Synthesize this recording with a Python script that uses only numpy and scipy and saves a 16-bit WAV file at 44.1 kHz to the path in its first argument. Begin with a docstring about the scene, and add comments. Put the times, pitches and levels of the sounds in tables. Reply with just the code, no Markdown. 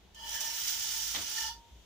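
"""In a pottery studio, close by, a wooden tool scrapes wet clay off the head of a spinning wheel.
Sliding friction on grit makes a hiss. Where the blade meets bare metal it squeals by stick-slip and
drives the head's normal modes, which ring on after the tool lifts. Further off, something is put down
with a dull knock. The wheel's motor hums throughout."""
import sys
import numpy as np
from scipy.fft import rfft, irfft, next_fast_len
from scipy.io import wavfile
from scipy.ndimage import uniform_filter1d, map_coordinates

SR = 44100
rng = np.random.default_rng(int(sys.argv[2]) if len(sys.argv) > 2 else 0)


def file_out(sig):
    """Save sig as 16-bit WAV at sys.argv[1]."""
    # one column per channel
    cols = np.atleast_2d(sig).T
    # limit, then scale
    lim = np.clip(cols, -1, 1)
    pcm = np.round(lim * 32767).astype(np.int16)
    wavfile.write(sys.argv[1], SR, pcm)


N = 81585
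TIME = np.arange(N) / SR

# correlation between the ears (f/Hz, coefficient)
COHERENCE = [(60, 0.8), (250, 0.6), (1000, 0.41), (2500, 0.19), (6000, 0.08), (15000, 0.033)]
# spectra of the room air, the drive's rumble and the running wheel (f/Hz, gain/dB)
AIR_SPECTRUM = [(59, -27), (100, 0), (140, -7.5), (188, -3), (228, -11), (477, -10.5), (530, -15),
                (917, -14), (1160, -22.5), (3180, -20), (3460, -20.5), (6660, -28), (8410, -37),
                (15500, -38.5)]
RUMBLE_SPECTRUM = [(20, -5), (35, -13), (50, 3), (85, 0.5), (120, -14), (250, -39), (1000, -70)]
WHEEL_SPECTRUM = [(1500, -19), (2600, -15), (3100, 0), (3700, -2), (4300, -15), (6500, -6.5), (9000, -21),
                  (15000, -18)]
# envelopes of the motor's hum and the wheel's hiss (t/s, relative level/dB)
HUM_ENVELOPE = [(0.0, -65), (0.35, -53), (0.458, -78), (0.694, -81), (0.73, -70), (1.154, -51.5),
                (1.2, -73), (1.236, -57), (1.36, -87), (1.432, -54), (1.596, -50.5), (1.658, -88),
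                (1.726, -47.5), (1.85, -59)]
WHEEL_ENVELOPE = [(0, -73.5), (1.5, -69), (1.7, -66), (1.85, -65)]
# motor overtones (f/Hz, level/dB)
OVERTONES = [(116, -85), (182, -81)]
# impacts of the knock (t/s, clack level/dB, clack T60/s)
IMPACTS = [(1.1463, -30.5, .09), (1.159, -36, 0.088), (1.177, -43.5, 0.31)]
# spectra of the knock's bright and dull parts (f/Hz, gain/dB)
CLACK_SPECTRUM = [(100, -16), (500, -9), (900, 0.5), (1200, -4.5), (1600, -5), (2800, 0.5), (3500, 8),
                  (4300, 0), (6000, -30), (14000, -35)]
THUD_SPECTRUM = [(30, -20), (80, 14.5), (120, -12), (190, 7.5), (320, 5), (450, -3), (700, 4), (1500, -2),
                 (4000, -18)]
# squeals of the blade (t/s, duration/s, f/Hz, glide/(Hz/s), jitter/Hz, level/dB)
STICK_SLIPS = [(.33, 0.087, 1740, -1, 110, -45.5), (0.28, 0.26, 5780, -4, 100, -46),
               (0.43, 0.14, 5720, -1500, 55, -43.5), (1.36, 0.039, 1800, -1, 25.3, -42.5),
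               (1.41, 0.041, 1795, 1, 40.2, -47.5), (1.37, 0.093, 2940, 0.5, 51.8, -45)]
# drive of the blade on bare metal (t/s, level/dB)
DRIVE_ENVELOPE = [(.125, -97), (.16, -60.5), (.23, -53.5), (.35, -51.5), (.43, -49.5), (.52, -54.5),
                  (.62, -59.5), (.95, -58), (1.1, -63), (1.28, -59.5), (1.38, -54), (1.44, -53),
                  (1.485, -52.5), (1.53, -61.5), (1.6, -82)]
# low drag of the blade on the head (f/Hz, gain/dB)
DRAG_SPECTRUM = [(30, -15), (70, -7), (200, -5), (450, -9.5), (1200, 0.5), (3000, -44)]
# head modes, damped by hand and clay (f/Hz, width/Hz, gain far out/dB, gain at the pot's foot/dB)
HEAD_MODES = [(628.5, 33, -12.5, -19.5), (878.5, 31.5, -6.5, -1.5), (918, 17.6, -1, -3),
              (1388, 52, -18, -3), (1787, 26.3, -3.5, 0.5), (2918, 26, 1.5, 4), (3052, 22, 3, -28),
              (3310, 26, -1.5, -4), (3534, 17, -31, 3.5), (4220, 39, -8.5, 2.5), (4674, 44, -19, 6),
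              (4970, 41, -3, 5.5), (5785, 82, -20, 6.5), (6570, 50, -12, -22)]
# modes ringing freely as the blade lifts (f/Hz, level/dB, T60/s)
FREE_MODES = [(3047, -66, 0.13), (3330, -53, .12), (4750, -55, .11), (4920, -49, 0.17)]
# a low mode singing clean as the hand eases off (t/s, f/Hz, level/dB)
SINGING_MODE = [(1.27, 880.5, -77), (1.34, 880, -61), (1.44, 882, -52.5), (1.511, 922, -47),
                (1.55, 928, -57.5), (1.68, 931, -65), (1.85, 937, -87)]
# envelopes of the blade's hiss and rasp on clay (t/s, relative level/dB)
HISS_ENVELOPE = [(0.14, -81), (0.148, -62.5), (0.35, -37.5), (0.398, -43), (0.406, -36.5), (0.518, -40.5),
                 (0.564, -37.5), (0.666, -36.5), (0.68, -33.5), (0.77, -38), (0.824, -36), (1.038, -36),
                 (1.264, -40), (1.434, -36.5), (1.45, -43), (1.466, -38.5), (1.62, -76)]
RASP_ENVELOPE = [(.14, -85), (.24, -64), (.34, -59), (.52, -56), (.7, -52.5), (.78, -57), (1.0, -57.5),
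                 (1.13, -55.5), (1.3, -55), (1.42, -57), (1.49, -63.5), (1.55, -84)]
# coarse grit catching under the blade (t/s, level/dB, T60/s)
GRIT_CATCHES = [(0.146, -50, 0.048), (.291, -35, .06), (0.405, -33, .08), (0.565, -42, 0.011),
                (.681, -39, .03), (.733, -35, .012)]
# spectra of the scrape's three bands (f/Hz, gain/dB)
RASP_SPECTRUM = [(100, -18), (500, -22.5), (1050, -15.5), (1400, -2), (2450, 2.5), (2740, -0.5), (2950, -5),
                 (4500, -2), (9000, -39)]
HISS_SPECTRUM = [(300, -68), (1200, -19), (2500, -12), (2750, -11), (2950, -3), (3800, -6), (4450, -9),
                 (4750, -5), (5650, 0.5), (7000, -4), (8000, -10), (10000, -11), (13500, -17), (14300, -9),
                 (15500, -10.5)]
FIZZ_SPECTRUM = [(9000, -43), (13800, -15), (14700, -6.5), (15300, 2), (15600, -6.5)]
# reflections off the splash pan and the bucket (delay/s, gain/dB)
ECHOES = [(.0019, -26), (.0034, -11), (.0057, -13), (.0083, -16.5), (0.0126, -14.5), (.019, -17.5)]
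# level difference of the tool's sound between the ears (f/Hz, left minus right/dB)
BALANCE = [(200, 5), (770, 3), (1170, -0.5), (1790, 3.5), (2740, -2.5), (4190, -3.5), (6410, -8.5),
           (9810, 0), (15000, 0.5)]


def amp(db):
    """Amplitude ratio of a level in decibels."""
    return 10 ** (np.asarray(db) / 20)


def along(points, hz):
    """Interpolation of (f/Hz, value) points on a logarithmic frequency axis."""
    f, values = np.transpose(points)
    return np.interp(np.log(hz + 1), np.log(f + 1), values)


def envelope(points):
    """Linear interpolation of (t/s, level/dB) points, silent outside them."""
    return np.interp(TIME, *np.transpose(points), left=-120, right=-120)


def wobble(rate):
    """Smooth random modulation: a spline through rate Gaussian knots a second."""
    return map_coordinates(rng.standard_normal(N // 8), [np.arange(N) * rate / SR + 2])


def flutter(rate):
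    """Random modulation held within +-1 by soft saturation."""
    return np.tanh(wobble(rate))


def strike(start, t60, attack_s):
    """Envelope of a damped vibration: a quick rise, then exponential decay."""
    age = np.maximum(TIME - start, 0)
    return (1 - np.exp(-age / attack_s)) * np.exp(-np.log(1000) * age / t60)


def filtered(x, response):
    """Linear filtering: the spectrum of x times a frequency response."""
    size = next_fast_len(N + SR // 2)
    return irfft(rfft(x, size) * response(np.fft.rfftfreq(size, 1 / SR)), size)[..., :N]


def stereo_noise(response, modulation=1):
    """Partially coherent noise of rms 1, most alike at the two ears in the bass."""
    def mid_and_side(hz):
        angle = np.arccos(along(COHERENCE, hz)) / 2
        return response(hz) * np.array([np.cos(angle), np.sin(angle)])
    mid, side = filtered(modulation * rng.standard_normal((2, N)), mid_and_side)
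    pair = np.array([mid + side, mid - side])
    return pair / np.sqrt(np.mean(pair ** 2) + 1e-20)


def band(spectrum, modulation=1):
    """Spectral shaping: stereo noise of rms 1 coloured by (f/Hz, gain/dB) points."""
    return stereo_noise(lambda hz: amp(along(spectrum, hz)), modulation)


def resonance(hz, width):
    """Resonance under random forcing: noise through two like second-order band-passes."""
    return stereo_noise(lambda f: (2j * f * width / (hz ** 2 - f ** 2 + 2j * f * width)) ** 2)


def room_air(level_db=-63.5, low_cut_hz=110):
    """Ambient noise: stationary and broadband, with the deep bass rolled off."""
    high_pass = lambda hz: hz ** 2 / (hz ** 2 + low_cut_hz ** 2)
    return amp(level_db) * stereo_noise(lambda hz: amp(along(AIR_SPECTRUM, hz)) * high_pass(hz))


def motor(hum_hz=58.6, drift=0.049, rumble_db=-65.5):
    """Machine vibration: a hum modulated in frequency and level, faint overtones and a rumble."""
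    phase = 2 * np.pi * np.cumsum(hum_hz * (1 + drift * wobble(11.47))) / SR
    hum = amp(envelope(HUM_ENVELOPE) - 5.5) * np.sin(phase)
    for hz, db in OVERTONES:
        hum += amp(db + 1.2 * wobble(8)) * np.sin(2 * np.pi * hz * TIME + 0.49 * wobble(6.6))
    return np.sqrt(2) * hum + amp(rumble_db) * band(RUMBLE_SPECTRUM)


def running_wheel():
    """Running noise: the turning wheel gives a soft hiss that slowly grows."""
    return amp(envelope(WHEEL_ENVELOPE)) * band(WHEEL_SPECTRUM)


def knock(thud_gain_db=-16, thud_t60=0.4):
    """Impact excitation: an object set down gives a short clack and a thud that hangs in the room."""
    clack = sum(amp(db) * strike(start, t60, attack_s=0.00077) for start, db, t60 in IMPACTS)
    thud = sum(amp(db) * strike(start, thud_t60, attack_s=0.0075) for start, db, _ in IMPACTS)
    return clack * band(CLACK_SPECTRUM) + amp(thud_gain_db) * thud * band(THUD_SPECTRUM)


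def squeals(rough_db=3):
    """Stick-slip oscillation: the blade gives brief tones that swell and fade with a ragged pitch."""
    out = np.zeros(N)
    for start, duration, hz, glide, jitter, db in STICK_SLIPS:
        age = TIME - start
        swell = np.sqrt(np.abs(np.sin(np.pi * np.clip(age / duration, 0, 1))))
        pitch = hz + glide * age + jitter * wobble(400)
        out += amp(db + rough_db * wobble(120)) * swell * np.sin(2 * np.pi * np.cumsum(pitch) / SR)
    return out


def driven_head(inward_s=(0.39, 0.69), drag_gain_db=-13, chatter_db=2):
    """Forced vibration: friction drives each mode of the head according to the point of contact."""
    drive_db = envelope(DRIVE_ENVELOPE)
    inward = np.interp(TIME, inward_s, [0, 1])  # the blade travels from far out to the pot's foot
    out = amp(drive_db + drag_gain_db) * band(DRAG_SPECTRUM)
    for hz, width, outer_db, inner_db in HEAD_MODES:
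        coupling_db = outer_db + inward * (inner_db - outer_db)
        out += resonance(hz, width) * amp(drive_db + coupling_db + chatter_db * flutter(25.36))
    return out


def ringing_head(lift_s=1.48, waver_db=2):
    """Free vibration: as the blade leaves, high modes decay and a low one sings on as a pure tone."""
    ring = sum(amp(db) * strike(lift_s, t60, attack_s=0.006) * resonance(hz, width=21)
               for hz, db, t60 in FREE_MODES)
    times, pitches, levels = np.transpose(SINGING_MODE)
    level_db = envelope(np.column_stack([times, levels])) + waver_db * flutter(35.2)
    phase = 2 * np.pi * np.cumsum(np.interp(TIME, times, pitches)) / SR
    return ring + np.sqrt(2) * amp(level_db) * np.sin(phase)


def reflections(x):
    """Comb filtering: nearby hard surfaces add faint copies, each slightly later at the left ear."""
    path_ratio = np.array([[1.02], [0.98]])
    comb = lambda hz: 1 + sum(amp(db) * np.exp(-2j * np.pi * hz * s * path_ratio) for s, db in ECHOES)
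    return filtered(x, comb)


def grit(slips_per_s=8000, spread_db=3, smooth_share=0.58):
    """Shot-noise envelope: tiny random slips of uneven size add in power to a smooth rub."""
    occurs = rng.random(N) < slips_per_s / SR
    slips = occurs * amp(spread_db * np.minimum(rng.standard_normal(N), 2.5))
    power = np.abs(uniform_filter1d(slips ** 2, size=14))
    return np.sqrt(smooth_share + (1 - smooth_share) * power / power.mean())


def scrape(fizz_gain_db=-2.5, drying_s=(0.71, 1.7), drying_db=-7, firm_db=-49):
    """Friction noise: the same grains under the blade modulate a hiss, a lower rasp and a fine fizz."""
    grains = grit() * amp(1.4 * flutter(130))
    stroke_db = envelope(HISS_ENVELOPE)
    catches = sum(amp(db) * strike(start, t60, attack_s=0.00067) for start, db, t60 in GRIT_CATCHES)
    hiss = np.hypot(amp(stroke_db), catches) * band(HISS_SPECTRUM, grains)
    rasp = amp(envelope(RASP_ENVELOPE) + 4 + 2 * flutter(59.96)) * band(RASP_SPECTRUM, grains)
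    wet_db = np.interp(TIME, drying_s, [0, drying_db])  # the fizz fades as wet clay is scraped away
    skim_loss_db = np.maximum(0, firm_db - stroke_db) / 2  # a skimming blade fizzes less
    fizz_db = stroke_db + fizz_gain_db + wet_db - skim_loss_db + flutter(200)
    return hiss + rasp + amp(fizz_db) * band(FIZZ_SPECTRUM, grains)


def scene():
    """Superposition: the tool, its treble a little to the right, over air, motor, wheel and knock."""
    tool = reflections(scrape()) + driven_head() + ringing_head() + squeals()
    tool = filtered(tool, lambda hz: amp(along(BALANCE, hz) * np.array([[0.5], [-0.5]])))
    return room_air() + motor() + running_wheel() + knock() + tool


def record(dry):
    """Band limiting: an ideal low-pass filter removes the highest treble."""
    return filtered(dry, lambda hz: hz < 15550)


dry = scene()
out = record(dry)
file_out(out)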